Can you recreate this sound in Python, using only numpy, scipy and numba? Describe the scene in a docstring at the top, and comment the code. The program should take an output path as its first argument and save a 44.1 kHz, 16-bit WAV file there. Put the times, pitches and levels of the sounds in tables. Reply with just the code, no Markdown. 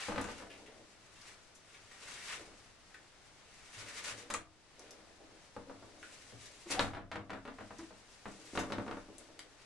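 """The cardboard core of a toilet roll tumbles and knocks on its steel spindle as a cat paws the roll. Each
knock is a filtered burst of push, chatter and rebounds; random grains make the rasp and rustle. Claws tick and
hard hits crackle in noise bursts, the rim cracks, the steel arm clinks, the core groans, feet thump. A small
hard-walled bathroom rings in decaying noise; two microphones with automatic gain listen."""
import sys
import numpy as np
from scipy import signal
from scipy.fft import rfft, irfft
from scipy.io import wavfile
from scipy.ndimage import uniform_filter1d
from numba import njit

SR = 44100
rng = np.random.default_rng(int(sys.argv[2]) if len(sys.argv) > 2 else 0)


def transcribe(signal):
    """Save signal, clipped to [-1, 1], as a 16-bit WAV file at the path in sys.argv[1]."""
    frames = np.atleast_2d(signal).T
    limited = np.clip(frames, -1, 1)
    pcm = np.round(limited * 32767).astype(np.int16)
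    wavfile.write(sys.argv[1], SR, pcm)


N = 425565
TIME = np.arange(N) / SR
RING = TIME[:SR]  # one second

# relative spectrum of the cardboard core: (frequency [Hz], density [dB/Hz])
CORE_SPECTRUM = [(30, -8.5), (52, -12.5), (90, -7.5), (150, -5.5), (260, 3.5), (420, -3.5), (750, -2),
                 (1400, -1.5), (2300, -5), (4200, -6), (5500, -8), (11000, -6)]


def amp(db):
    """Decibels to gain."""
    return 10 ** (np.asarray(db) / 20)


def unit(x):
    """Scale to an energy of one."""
    return x / np.sqrt(np.sum(x ** 2))


def lookup(points, size=N):
    """Read a (frequency [Hz], value) table at every transform bin, on a log-frequency axis."""
    hz, value = np.transpose(points)
    bins_hz = np.fft.rfftfreq(size, 1 / SR) + 1
    return np.interp(np.log(bins_hz), np.log(hz), value)


def ring(x, response):
    """Pass a sound through an impulse response."""
    return signal.fftconvolve(np.atleast_2d(x), np.atleast_2d(response), axes=-1)[:, :N]


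def colour(points, size=2048):
    """Minimum-phase impulse response of a dB spectrum, by folding its cepstrum; energy one."""
    cepstrum = irfft(lookup(points, size) * np.log(10) / 20)
    cepstrum[1:size // 2] *= 2
    cepstrum[size // 2 + 1:] = 0
    return unit(irfft(np.exp(rfft(cepstrum))))


def even(x, size=16, count=4096):
    """Level the broad humps and hollows in the spectrum of a short burst."""
    power = uniform_filter1d(abs(rfft(x, count)) ** 2, size=size)
    bins_hz = np.fft.rfftfreq(count, 1 / SR) + 1
    inverse = np.transpose([bins_hz, -10 * np.log10(power + 1e-12)])
    return signal.fftconvolve(x, colour(inverse, size=count))[:len(x)]


def butter(x, order, hz, kind="low"):
    """Butterworth filter."""
    return signal.sosfilt(signal.butter(order, hz, kind, fs=SR, output="sos"), x)


def add(track, s, sound):
    """Mix a sound in at a time in seconds."""
    start = max(int(s * SR), 0)
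    track[start:start + len(sound)] += sound[:N - start]


def walk(rate_hz):
    """Random wander: straight lines between normal draws."""
    knots_s = np.arange(0, N / SR + 1, 1 / rate_hz)
    return np.interp(TIME, knots_s, rng.standard_normal(len(knots_s)))


def swell(length_s):
    """Envelope that rises to one at half its length, then dies away."""
    return 2 * RING / length_s * np.exp(1 - 2 * RING / length_s)


def grains(rate_hz, spread_db):
    """Random impulses of uneven size and either sign, rms one."""
    chance, size, sign = rng.random(N), rng.standard_normal(N), rng.standard_normal(N)
    hits = chance < rate_hz / SR
    return np.sqrt(N) * unit(hits * amp(spread_db * np.clip(size, -2, 2)) * np.sign(sign))


def modes(table):
    """Impulse response of decaying resonances with alternating polarity, energy one."""
    total = 0
    for k, (hz, db, t60_s) in enumerate(table):
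        mode = np.sin(2 * np.pi * hz * RING) * np.exp(-np.log(1000) * RING / t60_s)
        total = total + (-1) ** k * amp(db) * unit(mode)
    return unit(total)


@njit
def bandpass(x, hz, damping):
    """State-variable band-pass whose centre may move every sample."""
    y, band, low = np.empty(len(x)), 0., 0.
    for i in range(len(x)):
        g = np.tan(np.pi * hz[i] / SR)
        v = (band + g * (x[i] - low)) / (1 + g * (g + damping))
        band, low, y[i] = 2 * v - band, low + 2 * g * v, damping * v
    return y


def diffuse(size):
    """Noise arriving from all sides; how alike the two microphones are depends on frequency."""
    # microphone likeness: (frequency [Hz], correlation [-1 to 1])
    likeness = [(60, 0.48), (300, 0.66), (700, 0.52), (1200, 0.59), (2200, 0.31), (4000, 0.14),
                (6500, -0.28), (11000, -0.23)]
    mid, side = rfft(rng.standard_normal((2, size)))
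    alike = np.clip(lookup(likeness, size), -1, 1)
    left_right = np.array([[1], [-1]])
    pair = mid * np.sqrt(1 + alike) + left_right * side * np.sqrt(1 - alike)
    return irfft(pair / np.sqrt(2), size)


def air(level_db=-62, wander_db=-0.5):
    """Hiss and faint rumble of the quiet room: coloured diffuse noise, almost steady."""
    # relative spectrum of the quiet room: (frequency [Hz], density [dB/Hz])
    air_spectrum = [(20, -2), (35, 0), (55, -6), (108, -1.5), (155, -8), (320, -7), (450, -8), (650, -7.5),
                    (1020, -10.5), (1400, -10.5), (2400, -14.5), (5300, -16), (8900, -23.5), (11900, -35.5)]
    return ring(diffuse(N), colour(air_spectrum)) * amp(level_db + wander_db * walk(6.1))


def bathroom(onset_s=0.00029):
    """Dense echoes from close walls: diffuse noise with a decay time for each band."""
    # ring of the tiled room: (frequency [Hz], t60 [s])
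    room_t60 = [(100, 0.64), (260, 0.26), (700, 0.29), (1840, 0.24), (4850, 0.18), (11000, 0.17)]
    # relative wall scattering: (frequency [Hz], level [dB])
    scatter = [(60, 3.5), (200, -0.5), (400, 1), (800, -0.5), (11000, -1)]
    noise, tail = rfft(diffuse(SR)) * amp(lookup(scatter, SR)), 0
    for k, (_, t60_s) in enumerate(room_t60):
        # overlapping bands whose shares sum to one
        share = lookup([(hz, j == k) for j, (hz, _) in enumerate(room_t60)], SR)
        tail = tail + irfft(noise * share, SR) * np.exp(-np.log(1000) * RING / t60_s)
    return np.sqrt(2) * unit(tail * (1 - np.exp(-RING / onset_s)))


def shifting(x, rooms, rate_hz=4):
    """The roll shifts on its spindle, so its sound wanders between sets of wall echoes."""
    shares = np.array([walk(rate_hz) for _ in rooms])
    shares = shares / np.sqrt(np.sum(shares ** 2, axis=0))
    return sum(ring(x * share, room) for share, room in zip(shares, rooms))


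def stand_boom(core):
    """The core shakes the stand and the room around it, exciting their resonances."""
    # stand and room resonances: (frequency [Hz], relative level [dB], t60 [s])
    boom_modes = [(32.2, 4, 1), (77, -4, 0.46), (102.4, 5.5, 0.53), (199.5, 5, 0.34), (219, -2, 0.067),
                  (272.3, 4, 0.37), (316, 3.5, 0.55), (341, -5, 0.18), (414, -26, 0.37), (480.3, 7.5, 0.23),
                  (586.4, 3, 0.4), (622, -2, 0.29), (684, -2.5, 0.43), (747, -5, 0.27), (971, -3, 0.11),
                  (1180, -1.5, 0.14), (1490, -11, 0.2), (1516, -6, 0.15), (2143, -23, 0.3),
                  (3580, 3.5, 0.24)]
    return ring(core, modes(boom_modes))


def thumps(length_s=0.024):
    """The cat's weight shifts against the stand: padded feet give a dull, drawn-out push."""
    # weight shifts: (time [s], relative level [dB])
    thump_hits = [(3.762, -54.5), (4.09, -60), (6.33, -52), (6.808, -32), (7.159, -47), (8.759, -48)]
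    # relative spectrum of a padded foot: (frequency [Hz], density [dB/Hz])
    foot_spectrum = [(30, -33), (70, -14), (105, 19), (160, -21), (400, -4.5), (800, -39), (3000, -70)]
    track = np.zeros(N)
    for s, db in thump_hits:
        add(track, s, amp(db) * rng.standard_normal(SR) * swell(length_s))
    return ring(track, colour(foot_spectrum))


def groans(overtone=0.13, waver=0.038, grit=0.38, grit_hz=1300):
    """The core sticks and slips on the spindle: an uneven tone swells and dies, each slip scraping."""
    # stick-slips: (time [s], pitch [Hz], relative level [dB], swell length [s], roughness [0-1])
    slips = [(6.657, 342, -49, 0.025, 0.8), (6.766, 755, -34.5, 0.054, 0.3),
             (7.787, 322, -38.5, 0.022, 0.54), (7.823, 318, -43.5, 0.018, 0.5)]
    track = np.zeros(N)
    for s, hz, db, length_s, rough in slips:
        phase = 2 * np.pi * np.cumsum(hz * (1 + waver * walk(386)[:SR])) / SR
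        tone = np.sin(phase) + overtone * np.sin(2 * phase)
        tone = tone * (1 + rough * walk(294)[:SR] / 2)
        scrape = butter(rng.standard_normal(SR), 2, grit_hz)
        scrape = np.sqrt(SR) * unit(scrape * np.maximum(np.sin(phase), 0))
        add(track, s, amp(db) * swell(length_s) * (tone + grit * rough * scrape))
    return track


def clinks():
    """The steel arm, jolted in its frame, rings briefly in its modes."""
    # jolts: (time [s], relative level [dB])
    jolts = [(4.304, -47), (4.343, -30.5)]
    # steel arm modes: (frequency [Hz], relative level [dB], t60 [s])
    steel_modes = [(1080, 1, 0.045), (1130, 1, 0.036), (1210, 4, 0.046), (1300, -1.5, 0.065),
                   (1900, -4, 0.047), (2500, -3, 0.012), (4500, -16, 0.058), (6300, -22, 0.089),
                   (8900, -19, 0.22)]
    track, sound = np.zeros(N), modes(steel_modes)
    for s, db in jolts:
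        add(track, s, amp(db) * sound)
    return track


def strokes(shape=0.86, rasp_hz=1900, sag=0.19, paw_rest_db=-79, sheet_rest_db=-75.5):
    """Paw strokes speed up and slow; gives rasp strength, rasp pitch [Hz] and rustle strength."""
    # strokes: (time of peak speed [s], rise [s], fall [s], relative rasp [dB], relative rustle [dB])
    stroke_table = [(.005, 0.099, 0.12, -45.5, -51), (.3, 0.11, 0.056, -55.5, -60.5),
                    (.385, 0.021, 0.043, -57, -60.5), (0.539, 0.052, 0.27, -72, -67.5),
                    (1.048, 0.059, 0.13, -72, -70), (1.28, 0.073, 0.052, -59.5, -61),
                    (1.745, 0.07, 0.089, -64, -65.5), (1.93, 0.04, 0.073, -62, -61.5),
                    (2.03, 0.023, .04, -57.5, -57), (2.085, 0.024, 0.033, -52.5, -53),
                    (2.16, 0.07, 0.19, -56.5, -54.5), (2.288, 0.026, 0.029, -47.5, -50),
                    (2.33, 0.046, 0.024, -45.5, -51), (3.66, 0.28, 0.13, -67.5, -66),
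                    (3.745, 0.023, 0.015, -59, -57.5), (3.805, 0.038, 0.015, -50.5, -52.5),
                    (3.889, 0.033, 0.023, -53, -54), (3.985, 0.058, 0.015, -50, -49.5),
                    (4.045, 0.016, 0.034, -49, -46), (4.082, 0.03, 0.031, -47.5, -49.5),
                    (4.18, 0.032, 0.062, -59.5, -58.5), (4.87, 0.12, 0.13, -65, -71),
                    (6.19, 0.21, 0.26, -75, -61.5), (6.429, 0.04, 0.079, -82, -57),
                    (6.61, 0.043, 0.028, -79, -59.5), (6.71, 0.013, 0.021, -45.5, -43.5),
                    (6.83, 0.02, 0.049, -39, -45), (7.82, 0.2, 0.065, -72.5, -67.5),
                    (8.48, 0.27, 0.27, -72, -62), (9.2, 0.054, 0.035, -81, -66),
                    (9.621, 0.05, 0.04, -65, -70)]
    # resting paw and hanging sheet are never quite still
    rasp, rustle = amp(paw_rest_db) ** 2, amp(sheet_rest_db) ** 2
    weighted_hz = rasp * rasp_hz
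    for s, rise_s, fall_s, rasp_db, rustle_db in stroke_table:
        # shape: 1 = pointed peak, 2 = bell
        speed = np.exp(-np.maximum((s - TIME) / rise_s, (TIME - s) / fall_s) ** shape)
        power = (amp(rasp_db) * speed) ** 2
        rasp = rasp + power
        rustle = rustle + (amp(rustle_db) * speed) ** 2
        # pitch sags only while the stroke slows
        weighted_hz = weighted_hz + power * rasp_hz * (1 - sag * (TIME > s) * (1 - speed))
    return np.sqrt(rasp), weighted_hz / rasp, np.sqrt(rustle)


def sheet(strength, flutter_db=4.5):
    """Paper fibres catch and let go in dense, bright grains."""
    # relative spectrum of the sheet: (frequency [Hz], density [dB/Hz])
    paper_spectrum = [(60, -15), (150, -9.5), (400, -6.5), (900, -9.5), (2000, 0.5), (3500, -1.5),
                      (6000, -1), (9000, -4.5), (11500, -14.5)]
    rustle = ring(grains(rate_hz=2200, spread_db=6.5), colour(paper_spectrum))
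    return rustle * strength * amp(flutter_db * walk(50))


def paw(strength, hz, damping=1.67, flutter_db=3.0):
    """The pad rasps over the soft roll in coarser grains; pitch follows the stroke's speed."""
    rasp = grains(rate_hz=600, spread_db=2.5) / np.sqrt(hz)
    rasp = bandpass(bandpass(rasp, hz, damping), hz, damping)
    return np.sqrt(N) * unit(rasp) * strength * amp(flutter_db * walk(60))


def crinkles(strength, hz, rate_hz=70, above=1.06, scatter=0.089, damping=0.34):
    """Creases in the dragged sheet buckle in sparse pops through a papery ring of wandering pitch."""
    centre_hz = np.clip(hz * above * np.exp(scatter * walk(40)), 100, SR / 3)
    pops = bandpass(grains(rate_hz=rate_hz, spread_db=5.5), centre_hz, damping)
    return np.sqrt(N) * unit(pops) * strength


def snaps(width=1.187, count=4096):
    """A claw catches and paper fibres snap, or a hard hit of the core crackles: a short band-limited burst."""
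    # claw snaps and the crackle of hard hits: (time [s], relative level [dB], centre [Hz], length [s])
    bursts = [(0.213, -40.5, 6550, 0.0055), (0.241, -43, 7040, 0.0043), (0.5, -42, 2370, 0.093),
              (0.663, -47.5, 2180, 0.018), (1.215, -50, 5070, 0.014), (1.55, -51, 6740, 0.03),
              (1.746, -49.5, 2210, 0.0073), (1.912, -47, 1820, 0.021), (2.943, -43.5, 1760, 0.018),
              (4.302, -38, 6950, 0.018), (4.305, -39.5, 3700, 0.024), (4.3393, -23, 7160, 0.0032),
              (4.34, -29, 2480, 0.02), (4.794, -48, 5800, 0.005), (4.908, -45.5, 5870, 0.0045),
              (6.029, -40.5, 1530, 0.0071), (6.703, -38, 6530, 0.013), (6.797, -19, 3920, 0.06),
              (6.802, -21.5, 7500, 0.04), (7.784, -47.5, 5560, 0.011), (8.589, -36.5, 6300, 0.035),
              (8.727, -44, 3970, 0.017), (8.911, -66, 3670, 0.0088), (9.182, -45, 8300, 0.0012),
              (9.392, -41.5, 4160, 0.002), (9.3925, -42, 2200, 0.0011)]
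    track, t = np.zeros(N), RING[:count]
    for s, db, hz, length_s in bursts:
        noise = rng.standard_normal(count)
        crackle = noise * abs(noise) * np.exp(-2 * t / length_s)
        add(track, s, amp(db) * unit(butter(crackle, 1, [hz / width, hz * width], "band")))
    return track


def cracks(length_s=0.00052, sag=0.22, count=512):
    """The core's rim smacks the spindle: a ring of a few cycles, falling in pitch."""
    # smacks: (time [s], relative level [dB], nominal pitch [Hz])
    smack_table = [(6.7935, -9.5, 3860), (8.5755, -39, 3300), (8.722, -40, 3800), (8.9125, -51, 3700)]
    track, t = np.zeros(N), RING[:count]
    for s, db, hz in smack_table:
        falling_hz = hz * (1 + sag * (np.exp(-t / length_s) - .5))
        phase = 2 * np.pi * np.cumsum(falling_hz) / SR
        add(track, s, amp(db) * unit(np.sin(phase) * swell(length_s)[:count]))
    return track


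def turning(spin_up_s=0.0099, friction_db_per_s=9.5, stop_s=0.022):
    """Rolling strength: every pushed spin picks up, loses level to friction and stops."""
    # spins: (time [s], duration [s], relative level [dB])
    spins = [(.09, .72, -51), (2, 0.17, -63), (2.32, 0.21, -59.5), (3.8, 0.41, -58), (4.08, 0.25, -57.5),
             (4.77, 0.33, -56.5), (5.18, 0.15, -56.5), (5.57, 1, -58.5), (6.71, 0.054, -45),
             (6.799, 0.11, -39), (7.121, 0.84, -69), (8.26, 0.24, -62), (8.56, .44, -54.5),
             (9.079, 0.38, -58.5)]
    strength = np.zeros(N)
    for s, length_s, db in spins:
        gate = (1 - np.exp(-TIME / spin_up_s)) * np.exp(-np.maximum(TIME - length_s, 0) / stop_s)
        add(strength, s, gate * amp(db - friction_db_per_s * TIME))
    return strength


def trundle(low_hz=270, top_hz=700, lumpy_db=1.5):
    """The uneven core bumps softly along the spindle while the roll turns."""
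    bumps = ring(grains(rate_hz=220, spread_db=2.5), colour(CORE_SPECTRUM))[0]
    bumps = butter(bumps, 2, [low_hz, top_hz], "band")
    return np.sqrt(N) * unit(bumps) * turning() * amp(lumpy_db * walk(25))


def knocks(chatter=1.58, chatter_s=0.0036, rebound_s=0.028, rebound_share=.02, belly_hz=240, count=4096):
    """The core lands on the spindle: a push, a brief cardboard chatter, a fading rattle of rebounds."""
    # landings: (time [s], relative level [dB], contact hardness [Hz], bass gain [dB], rattle [0-1])
    landings = [(0.085, -39.5, 1510, 4.5, .5), (.095, -43, 900, -5, 0), (.121, -40.5, 1300, 1, .45),
                (.160, -39.5, 2400, 0, 0.44), (0.1797, -34.5, 2070, 0.5, 0.63), (.201, -42.5, 1900, 1, 0.7),
                (.243, -41.5, 1900, -6, .7), (.287, -44.5, 1600, 3.5, 0.7), (0.4017, -55, 1600, 1, 0.9),
                (.421, -49.5, 1400, -1, .8), (2.475, -55.5, 520, -10.5, 0.29), (2.515, -65, 460, -1, .8),
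                (4.302, -40.5, 2400, -3, 0.4), (4.3071, -40, 2080, -7, 0.8), (4.3396, -30, 3000, -7, 0.54),
                (5.565, -44, 1000, -1, .7), (5.6967, -45, 970, -5.5, 1), (5.825, -52, 900, -6, 0.9),
                (6.3228, -54, 520, -1.5, 1), (6.703, -44, 1512, 1.5, .8), (6.746, -40, 1330, -1, 1),
                (6.7947, -10.5, 2440, -7, 0.4), (6.825, -23.5, 1210, -1, 1), (6.935, -30.5, 1720, -11, 0.9),
                (6.948, -31, 2010, -6, 0.9), (6.969, -31, 1500, 1.5, 1), (7.1156, -29.5, 2630, -6, 1),
                (7.131, -38.5, 1900, 6, 0.7), (7.157, -30.5, 2000, 0, 0.66), (7.172, -44, 1500, -4, 0.9),
                (7.296, -40, 1700, -3, 0.7), (7.304, -34.5, 2390, 0, 0.8), (7.333, -36.5, 1900, -1.5, 0.6),
                (7.347, -46, 1500, 3.5, 0.6), (7.4525, -42.5, 2056, 1.5, 1), (7.477, -41, 1900, -1, 0.75),
                (7.5854, -45, 1700, -5.5, 0.98), (7.607, -47, 1700, 2.5, 0.6),
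                (7.707, -46.5, 1300, -5, 0.97), (7.908, -51.5, 800, -5.5, 1),
                (8.2565, -42.5, 1660, 1.5, 0.9), (8.533, -52, 400, 8, 0.7), (8.5531, -39, 1610, -1, 0.9),
                (8.575, -31.5, 2150, 0.5, 1), (8.594, -40, 2000, -4, .9), (8.603, -49, 2400, 3, .7),
                (8.637, -45, 1600, -2, .5), (8.7024, -41.5, 1200, 2.5, 0.5), (8.722, -36.5, 2540, 3, .5),
                (8.783, -40, 1640, 6.5, .4), (8.797, -44, 1200, -4, 0.7), (8.865, -43.5, 1100, -5, 0.4),
                (8.880, -42.5, 1780, 3.5, .3), (8.912, -40.5, 1760, 0.5, .4), (8.926, -47, 1500, -3, 0.4),
                (8.970, -44.5, 1300, -3, .7), (9.0856, -55, 650, 4, 0.7)]
    track, t, body = np.zeros(N), RING[:count], colour(CORE_SPECTRUM)
    for s, db, hard_hz, bass_db, rattle in landings:
        noise, touches = rng.standard_normal(count), rng.random(count) < rebound_share
        push = t == 0
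        force = push + chatter * unit(noise * t * np.exp(-2 * t / chatter_s))
        rebounds = unit(touches * noise * np.exp(-t / rebound_s) + 1e-12)
        force = butter(even(force + rattle * rebounds), 2, hard_hz)
        knock = unit(signal.fftconvolve(force, body))
        bass = butter(knock, 1, [belly_hz / 2, belly_hz * 2], "band")
        add(track, s, amp(db) * (knock + (amp(bass_db) - 1) * bass))
    return track


def scene(count=3):
    """Sources sound directly and by the walls; the paper rustles in patches with echoes of their own."""
    rooms = [bathroom() for _ in range(count)]
    core = amp(25.5) * knocks() + amp(-8.0) * trundle()
    boom = amp(-12.0) * stand_boom(core)
    ticks = amp(20.0) * snaps()
    smacks = amp(16.0) * cracks()
    steel = amp(29.0) * clinks()
    soft = groans() + amp(0.5) * thumps()

    drag, rasp_hz, slide = strokes()
    patches = []
    for _ in rooms:
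        patch = amp(3.0) * sheet(slide) + paw(drag, rasp_hz) + amp(-5.0) * crinkles(drag, rasp_hz)
        patches.append(patch / np.sqrt(count))
    rustle = amp(-5.5) * sum(patches)
    rustle = rustle + sum(ring(patch, room) for patch, room in zip(patches, rooms))

    direct = amp(-1.0) * core + amp(-4.5) * ticks + steel + soft + smacks
    scattered = amp(-0.5) * core + amp(-1.5) * ticks + amp(-8.5) * steel
    scattered = scattered + amp(-9.5) * soft + amp(-1.0) * smacks
    return direct + boom + rustle + shifting(scattered, rooms) + air()


@njit
def follow(size, fall):
    """Peak follower: jumps up at once and sinks slowly."""
    out, held = np.empty(len(size)), 0.
    for i in range(len(size)):
        held = max(size[i], held * fall)
        out[i] = held
    return out


def record(dry, limit_db=-25.0, release_s=0.47, alert_hz=7000, alert_db=13, top_hz=11300):
    """The left is louder, most in the treble; gain ducks at loud or sharp hits and creeps back; top cut."""
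    # left minus right: (frequency [Hz], level difference [dB])
    balance = [(60, 4), (200, 1), (550, 1.5), (1200, 1.3), (3500, 2), (6400, 3.5), (10000, 5.5)]
    half = np.array([[.5], [-.5]])
    sound = irfft(rfft(dry) * amp(half * lookup(balance)), N)
    treble = amp(alert_db) * butter(sound, 4, alert_hz, "high")
    power = np.mean(sound ** 2 + treble ** 2, axis=0)
    loudness = np.sqrt(abs(uniform_filter1d(power, size=221)))  # 5 ms; abs guards rounding below zero
    held = follow(loudness, np.exp(-1 / (release_s * SR)))
    gain = np.minimum(1, amp(limit_db) / (held + 1e-9))
    return signal.sosfilt(signal.ellip(8, .2, 70, top_hz, fs=SR, output="sos"), sound * gain)


dry = scene()
out = record(dry)
transcribe(out)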